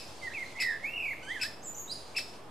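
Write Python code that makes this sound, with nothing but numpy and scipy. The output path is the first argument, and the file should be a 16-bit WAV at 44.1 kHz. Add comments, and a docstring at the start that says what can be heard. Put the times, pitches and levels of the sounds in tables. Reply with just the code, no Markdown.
"""Distant traffic hum, air hiss and leaf rustle, with the echo of a woodpecker call that has just ended.
A small far bird chirps and a thrush-like bird to the right sings a phrase, while three more sharp calls
sound, two amid the song and one after it. Hum and rustle are coloured noise; far chirps are gliding sines.
Calls are pitch arches with overtones and rasp; the song is sines on drawn pitch lines.
Trunks and leaves scatter all three birds into noise tails."""
import sys
import numpy as np
from scipy import signal
from scipy.fft import rfft, irfft, next_fast_len
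from scipy.io import wavfile
from scipy.ndimage import uniform_filter1d

SR = 44100
rng = np.random.default_rng(int(sys.argv[2]) if len(sys.argv) > 2 else 0)


def generate_wav(signal):
    """Clip the signal to [-1, 1] and save it as 16-bit WAV at the path in sys.argv[1]."""
    frames = np.transpose(np.atleast_2d(signal))
    scaled = np.clip(frames, -1, 1) * 32767
    pcm = np.round(scaled).astype(np.int16)
    wavfile.write(sys.argv[1], SR, pcm)


def makeup_ratio(level_db):
    """Linear amplitude ratio for a level in decibels (20 dB per factor of ten)."""
    decades = np.asarray(level_db, float) / 20
    return 10 ** decades


N = 110250
LEAD_SAMPLES = 11025  # birds start this early, so that echoes already ring at time 0

# Hum spectrum. Each row: frequency in Hz, relative density in dB per Hz.
HUM_COLOUR = [(20, -21), (40, -22.5), (65, -5), (110, -3.5), (180, -7), (300, -4.5), (500, -5.5), (850, -6),
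              (1300, -13.5), (2000, -19.5), (3200, -22), (5000, -31), (8000, -32.5), (12000, -36),
              (15500, -56)]
# Hum width. Each row: frequency in Hz, side over mid in dB.
HUM_SIDE = [(60, -28.5), (110, -18.5), (200, -15.5), (380, -10), (700, -8), (1290, -3), (2380, -7.5),
            (4400, -1.5), (8120, -2.5), (15000, 5.5)]
# Hum balance. Each row: frequency in Hz, left over right in dB.
HUM_PAN = [(60, 6), (110, -2), (200, 0.5), (380, -3), (700, -3), (1290, 0), (2380, -1.5), (4400, 0),
           (8120, 1), (15000, 0.5)]
# Rustle strength. Each row: time in seconds, level in dB before RUSTLE_LIFT_DB.
RUSTLE_LEVEL = [(0.0, -60), (0.58, -63), (0.72, -68.5), (1.06, -70), (1.3, -67.5), (1.45, -55.5),
                (1.68, -100), (1.93, -65), (2.08, -65), (2.21, -65), (2.36, -64.5), (2.5, -88)]
# Rustle spectrum. Each row: frequency in Hz, relative density in dB per Hz.
RUSTLE_COLOUR = [(1500, -5), (3000, 4), (4500, 4.5), (8000, -1), (11000, -9), (15500, -23)]
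# Woodpecker calls. Each row: start in seconds, top pitch in Hz, level in dB before throat and shade.
CALLS = [(-.17, 2626, -24.5), (.594, 2605, -35), (1.406, 2625, -35.5), (2.157, 2660, -35)]
# Faint rising tone added just ahead of each call. One row: length in seconds, from Hz, to Hz,
# level re the call in dB.
LEAD_TONE = (0.02, 2194, 3098, -10.5)
# Woodpecker throat resonance. Each row: frequency in Hz, gain in dB.
CALL_THROAT = [(900, -4), (2000, -3), (2700, -0.5), (3500, -3.5), (4500, -3), (5250, 2), (6200, -16),
               (8000, -11.5), (10500, -14), (13000, -16), (16000, -38)]
# Leaves and the turned head shade the direct call. Each row: frequency in Hz, gain in dB.
CALL_SHADE = [(2500, 2), (5200, -2.5), (7500, 0), (15000, -15)]
# Echoes of calls and far chirps. One row: level in dB before colour, fade-in in seconds, early t60 in
# seconds, late t60 in seconds, late start in dB, side over mid in dB, colour (rows: Hz, dB).
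CALL_TREES = (-1.06, 0.0046, 0.098, 0.55, -12, -6.5, [(1000, 5), (2000, -4), (2650, -1.5), (3300, 1.5),
              (4200, 4), (5200, 1.5), (7000, 2.5), (10000, 0), (15000, -3.5)])
# Far bird. Each row: start in seconds, length in seconds, from Hz, to Hz, level in dB.
FAR_CHIRPS = [(0.182, .035, 4400, 4720, -60.5), (.23, 0.043, 4300, 4510, -67),
              (.305, 0.026, 3740, 4080, -57.5), (0.378, 0.034, 4000, 3640, -65),
              (.45, 0.0256, 3910, 4360, -56), (0.479, 0.037, 4200, 3890, -63)]
# Song, one list a voice line; the sixth and seventh overlap as a rich start and purer continuation of
# one note. Each row: time in seconds, pitch in Hz, fundamental in dB before shade and pan.
SONG_LINES = [
    [(.21, 2340, -65), (.224, 2081, -48), (.236, 2062, -38.5), (.268, 2015, -38.5), (.278, 1854, -37),
     (.288, 1900, -43), (.292, 1840, -67)],
    [(.296, 1520, -76), (.304, 1692, -46), (.31, 1770, -74), (.314, 1560, -53), (.322, 1860, -42.5),
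     (.328, 1900, -70)],
    [(.329, 1590, -60), (.335, 2010, -44), (.34, 2748, -44.5), (.35, 2580, -40), (.386, 2140, -38.5),
     (.422, 2118, -43), (.43, 2068, -33), (.44, 1860, -49), (.444, 1870, -70)],
    [(.545, 2060, -75), (.556, 2006, -46.5), (.58, 2173, -42), (.625, 2040, -32.5), (.66, 2002, -32),
     (.72, 1798, -35), (.772, 1768, -44.5), (.78, 1560, -75.5)],
    [(.83, 2154, -52.5), (.846, 2154, -33), (.894, 2712, -41), (.96, 2783, -40), (1.0, 2664, -37.5),
     (1.06, 2411, -36), (1.126, 2132, -37), (1.136, 1820, -43.5), (1.14, 1700, -74)],
    [(1.222, 1423, -86), (1.23, 1484, -53.5), (1.26, 1533, -59), (1.285, 1560, -53), (1.3, 1674, -59),
     (1.318, 1770, -62)],
    [(1.255, 1534, -62), (1.275, 1584, -48), (1.298, 1770, -37.5), (1.32, 2022, -32), (1.344, 2150, -44),
     (1.368, 1757, -34), (1.394, 1571, -52.5), (1.43, 1483, -45), (1.458, 1725, -37.5),
     (1.468, 1820, -36.5), (1.476, 1610, -57)],
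    [(1.612, 6000, -85), (1.62, 6197, -59), (1.63, 6500, -52.5), (1.641, 7870, -48.5), (1.654, 7540, -44),
     (1.664, 6950, -46), (1.68, 7010, -39), (1.746, 6855, -58), (1.756, 6900, -70)],
    [(1.742, 5630, -62), (1.75, 6100, -43), (1.76, 6980, -52), (1.776, 7360, -44), (1.786, 6520, -41),
     (1.806, 6688, -45), (1.84, 6650, -65), (1.87, 6560, -89)],
    [(1.865, 3410, -85), (1.876, 3728, -55), (1.9, 4083, -43.5), (1.91, 4545, -40.5), (1.92, 4960, -33.5),
     (1.932, 5320, -57), (1.94, 5320, -70)],
]
# Voice of each line. Each row: octave re fundamental in dB, each of overtones 3-6 re fundamental in dB,
# warble rate in Hz, warble depth in Hz, warble start in seconds, throb depth (0-1), pitch jitter (share).
# At rate 0 the depths are steady shifts of pitch and level.
SONG_VOICE = [(-32, -51, 0, 4, 0, 0.09, 0.0033), (-18, -27, -2, 0, 0, 0, 0.008),
              (-30, -36, -3, 0, 1, 0, 0.0012), (-31, -44.5, 81.5, 78, .497, 0.24, 0.0046),
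              (-29, -32.5, 37, 130, 0.91, 0.09, 0.0043), (3.5, -7.5, 0, 1, 0, 0, 0.0081),
              (-28, -32, 0, 0, 0, 0.26, 0.0034), (-14.5, -40, -4, 0, 0.36, 0, 0.0034),
              (-12.5, -44, -2, 0, 0.37, 0, .006), (-10, -33, 0, 0, 0, 0, 0.016)]
# Leaves and the turned head shade the direct song. Each row: frequency in Hz, gain in dB.
SONG_SHADE = [(2500, 0.5), (4500, -5), (7000, -1), (10000, -11), (13500, -10), (15000, -14)]
# Echoes of the song. One row, columns as CALL_TREES.
SONG_TREES = (0.5, 0.0035, 0.17, 0.65, -1, -9.5, [(1500, -13.5), (1950, -6), (2700, -4), (3200, 8),
              (5000, -3), (7000, 1), (10000, -3), (13500, 2.5), (15000, -17)])
# Singer's place. Each row: frequency in Hz, left over right in dB.
SONG_PAN = [(1500, -7.5), (2100, -4), (2700, -2), (5000, -4), (8000, -1.5), (14000, -5)]
# Microphone's upper limit. Each row: frequency in Hz, gain in dB.
MIC_TOP = [(13500, 0), (15000, 1), (15700, -16)]

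HUM_DB = -51  # rms of the mid before panning
RUSTLE_LIFT_DB, RUSTLE_FLICKER_DB, RUSTLE_FLICKER_HZ = 5, 1.5, 37
CALL_S, CALL_ATTACK_S, CALL_RELEASE_S = .033, .009, .004
CALL_START_HZ, CALL_END_HZ = 1004, 1095
CALL_PEAK_SHARE, CALL_ARCH_POWER = .47, 2.7  # share of the call to its top; higher power, squarer arch
CALL_ROUGH_SHARE, CALL_JITTER_SHARE = .12, .007
CALL_RASP_DB, CALL_PAN_DB = -15, 1  # pan: left over right
WARBLE_RISE_S = 0.069
ECHO_CLUMP_DB, ECHO_CLUMP_HZ = 0.5, 195
RESTING_OFFSET = -.0032  # the recorder's


def curve(table, hz):
    """dB of a (Hz, dB) table on a log-frequency axis."""
    f, db = np.array(table, float).T
    return np.interp(np.log(np.maximum(hz, 1)), np.log(f), db)


def colour(x, gain):
    """Filter by a gain that is a function of frequency."""
    size = next_fast_len(x.shape[-1])
    spectrum = rfft(x, size) * gain(np.fft.rfftfreq(size, 1 / SR))
    return irfft(spectrum, size)[..., :x.shape[-1]]


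def wobble(hz, size):
    """Smooth chance of spread 1: noise averaged twice over 1/hz seconds."""
    k = max(int(SR / hz), 1)
    w = uniform_filter1d(uniform_filter1d(rng.standard_normal(size), k), k)
    return w / w.std()


def hum():
    """Far traffic and air: steady coloured noise, the bass alike left and right."""
    mid, side = colour(rng.standard_normal((2, N)), lambda f: makeup_ratio(curve(HUM_COLOUR, f)))
    side = colour(side, lambda f: makeup_ratio(curve(HUM_SIDE, f)))
    out = np.array([colour(mid + sign * side, lambda f: makeup_ratio(sign * curve(HUM_PAN, f) / 2))
                    for sign in (1, -1)])
    return out * makeup_ratio(HUM_DB) / mid.std()


def rustle():
    """Leaves stir in the breeze: a flickering hiss, partly alike left and right."""
    mid, side = colour(rng.standard_normal((2, N)), lambda f: makeup_ratio(curve(RUSTLE_COLOUR, f)))
    level_db = np.interp(np.arange(N) / SR, *np.array(RUSTLE_LEVEL).T) + RUSTLE_LIFT_DB
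    level_db = level_db + RUSTLE_FLICKER_DB * wobble(RUSTLE_FLICKER_HZ, N)
    return makeup_ratio(level_db) * (mid + 0.6 * side * np.array([[1], [-1]])) / mid.std()


def trees(x, db, fade_in_s, early_s, late_s, late_db, side_db, tint):
    """Clumpy scattered echoes: convolution with fading noise, mostly alike left and right."""
    t = np.arange(SR) / SR
    fade = makeup_ratio(-60 * t / early_s) + makeup_ratio(late_db - 60 * t / late_s)
    fade = fade * np.clip(t / fade_in_s, 0, 1) ** 2
    fade = fade * makeup_ratio(ECHO_CLUMP_DB * wobble(ECHO_CLUMP_HZ, len(t)))
    tails = colour(rng.standard_normal((2, len(t))) * fade, lambda f: makeup_ratio(curve(tint, f)))
    mid, side = tails / np.sqrt(np.sum(fade ** 2))
    side = side * makeup_ratio(side_db)
    return makeup_ratio(db) * np.array([signal.fftconvolve(x, mid + sign * side)[:len(x)] for sign in (1, -1)])


def chirps(t, rows):
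    """Short gliding sines with jittered pitch and rounded ends."""
    out, jitter = np.zeros(len(t)), wobble(300, len(t))
    for start_s, length_s, from_hz, to_hz, db in rows:
        on = (t > start_s) & (t < start_s + length_s)
        u = (t[on] - start_s) / length_s
        hz = (from_hz + (to_hz - from_hz) * u) * (1 + 0.019 * jitter[on])
        phase = 2 * np.pi * np.cumsum(hz) / SR
        out[on] += np.sqrt(2) * makeup_ratio(db) * np.sin(np.pi * u) * np.sin(phase)
    return out


def woodpecker(t):
    """Each call: a faint added tone, then a quick pitch arch with overtones and rasp, through the throat."""
    out = np.zeros(len(t))
    rough, jitter = wobble(1350, len(t)), wobble(1500, len(t))
    first_top_hz = CALLS[0][1]  # rasp lies above the first call's top pitch
    rasp = colour(rng.standard_normal(len(t)), lambda f: makeup_ratio(curve(CALL_THROAT, f)) * (f > first_top_hz))
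    rasp = makeup_ratio(CALL_RASP_DB) * rasp / rasp.std()
    for start_s, top_hz, db in CALLS:
        on = (t > start_s) & (t < start_s + CALL_S)
        u = (t[on] - start_s) / CALL_S
        rising = u < CALL_PEAK_SHARE
        from_top = np.where(rising, 1 - u / CALL_PEAK_SHARE, (u - CALL_PEAK_SHARE) / (1 - CALL_PEAK_SHARE))
        end_hz = np.where(rising, CALL_START_HZ, CALL_END_HZ)
        hz = top_hz - (top_hz - end_hz) * from_top ** CALL_ARCH_POWER
        phase = 2 * np.pi * np.cumsum(hz * (1 + CALL_JITTER_SHARE * jitter[on])) / SR
        attack = np.clip(u * CALL_S / CALL_ATTACK_S, 0, 1) ** 2
        release = np.clip((1 - u) * CALL_S / CALL_RELEASE_S, 0, 1)
        envelope = attack * release * (1 + CALL_ROUGH_SHARE * rough[on])
        harmonics = sum(makeup_ratio(curve(CALL_THROAT, k * hz)) * np.sin(k * phase)
                        for k in range(1, 9) if k * top_hz < SR / 2)
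        out[on] += np.sqrt(2) * makeup_ratio(db) * envelope * (harmonics + rasp[on])
    tone_s, from_hz, to_hz, tone_db = LEAD_TONE
    lead_tones = [(start_s - tone_s / 1.7, tone_s, from_hz, to_hz, db + tone_db) for start_s, _, db in CALLS]
    out = out + chirps(t, lead_tones)
    direct = colour(out, lambda f: makeup_ratio(curve(CALL_SHADE, f)))
    return direct * makeup_ratio(CALL_PAN_DB / 2 * np.array([[1], [-1]])) + trees(out, *CALL_TREES)


def far_bird(t):
    """Distant chirps, half lost in echoes."""
    x = chirps(t, FAR_CHIRPS)
    return x + trees(x, *CALL_TREES)


def songbird(t):
    """Whistled voice lines: sines on drawn pitch lines with overtones; some warble and throb."""
    out, jitter = np.zeros(len(t)), wobble(133, len(t))
    for line, voice in zip(SONG_LINES, SONG_VOICE):
        octave_db, upper_db, rate_hz, depth_hz, from_s, throb, jitter_share = voice
        s, hz, db = np.array(line).T
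        on = (t > s[0]) & (t < s[-1])
        u = t[on]
        swing = np.clip((u - from_s) / WARBLE_RISE_S, 0, 1) * np.cos(2 * np.pi * rate_hz * (u - from_s))
        pitch_hz = uniform_filter1d(np.interp(u, s, hz), size=130)  # rounds the corners
        pitch_hz = pitch_hz * (1 + jitter_share * jitter[on]) + depth_hz * swing
        phase = 2 * np.pi * np.cumsum(pitch_hz) / SR
        upper = sum(np.sin(k * phase) * (k * pitch_hz < .4 * SR) for k in (3, 4, 5, 6))
        tone = np.sin(phase) + makeup_ratio(octave_db) * np.sin(2 * phase) + makeup_ratio(upper_db) * upper
        out[on] += np.sqrt(2) * makeup_ratio(np.interp(u, s, db)) * (1 - throb * swing) * tone
    direct = colour(out, lambda f: makeup_ratio(curve(SONG_SHADE, f)))
    both = direct + trees(out, *SONG_TREES)
    return np.array([colour(channel, lambda f: makeup_ratio(sign * curve(SONG_PAN, f) / 2))
                     for channel, sign in zip(both, (1, -1))])


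def scene():
    """Sum of hum, rustle and the three birds, the birds' lead-in cut off."""
    t = np.arange(-LEAD_SAMPLES, N) / SR
    birds = woodpecker(t) + far_bird(t) + songbird(t)
    return birds[:, LEAD_SAMPLES:] + hum() + rustle()


def low_pass(x):
    """Removes everything above the highest recorded frequency."""
    return signal.sosfilt(signal.butter(12, 15640, fs=SR, output="sos"), x)


def record(dry):
    """The microphone loses the very top; a small constant offset is added."""
    mix = colour(dry, lambda f: makeup_ratio(curve(MIC_TOP, f))) + RESTING_OFFSET
    return low_pass(mix)


dry = scene()
out = record(dry)
generate_wav(out)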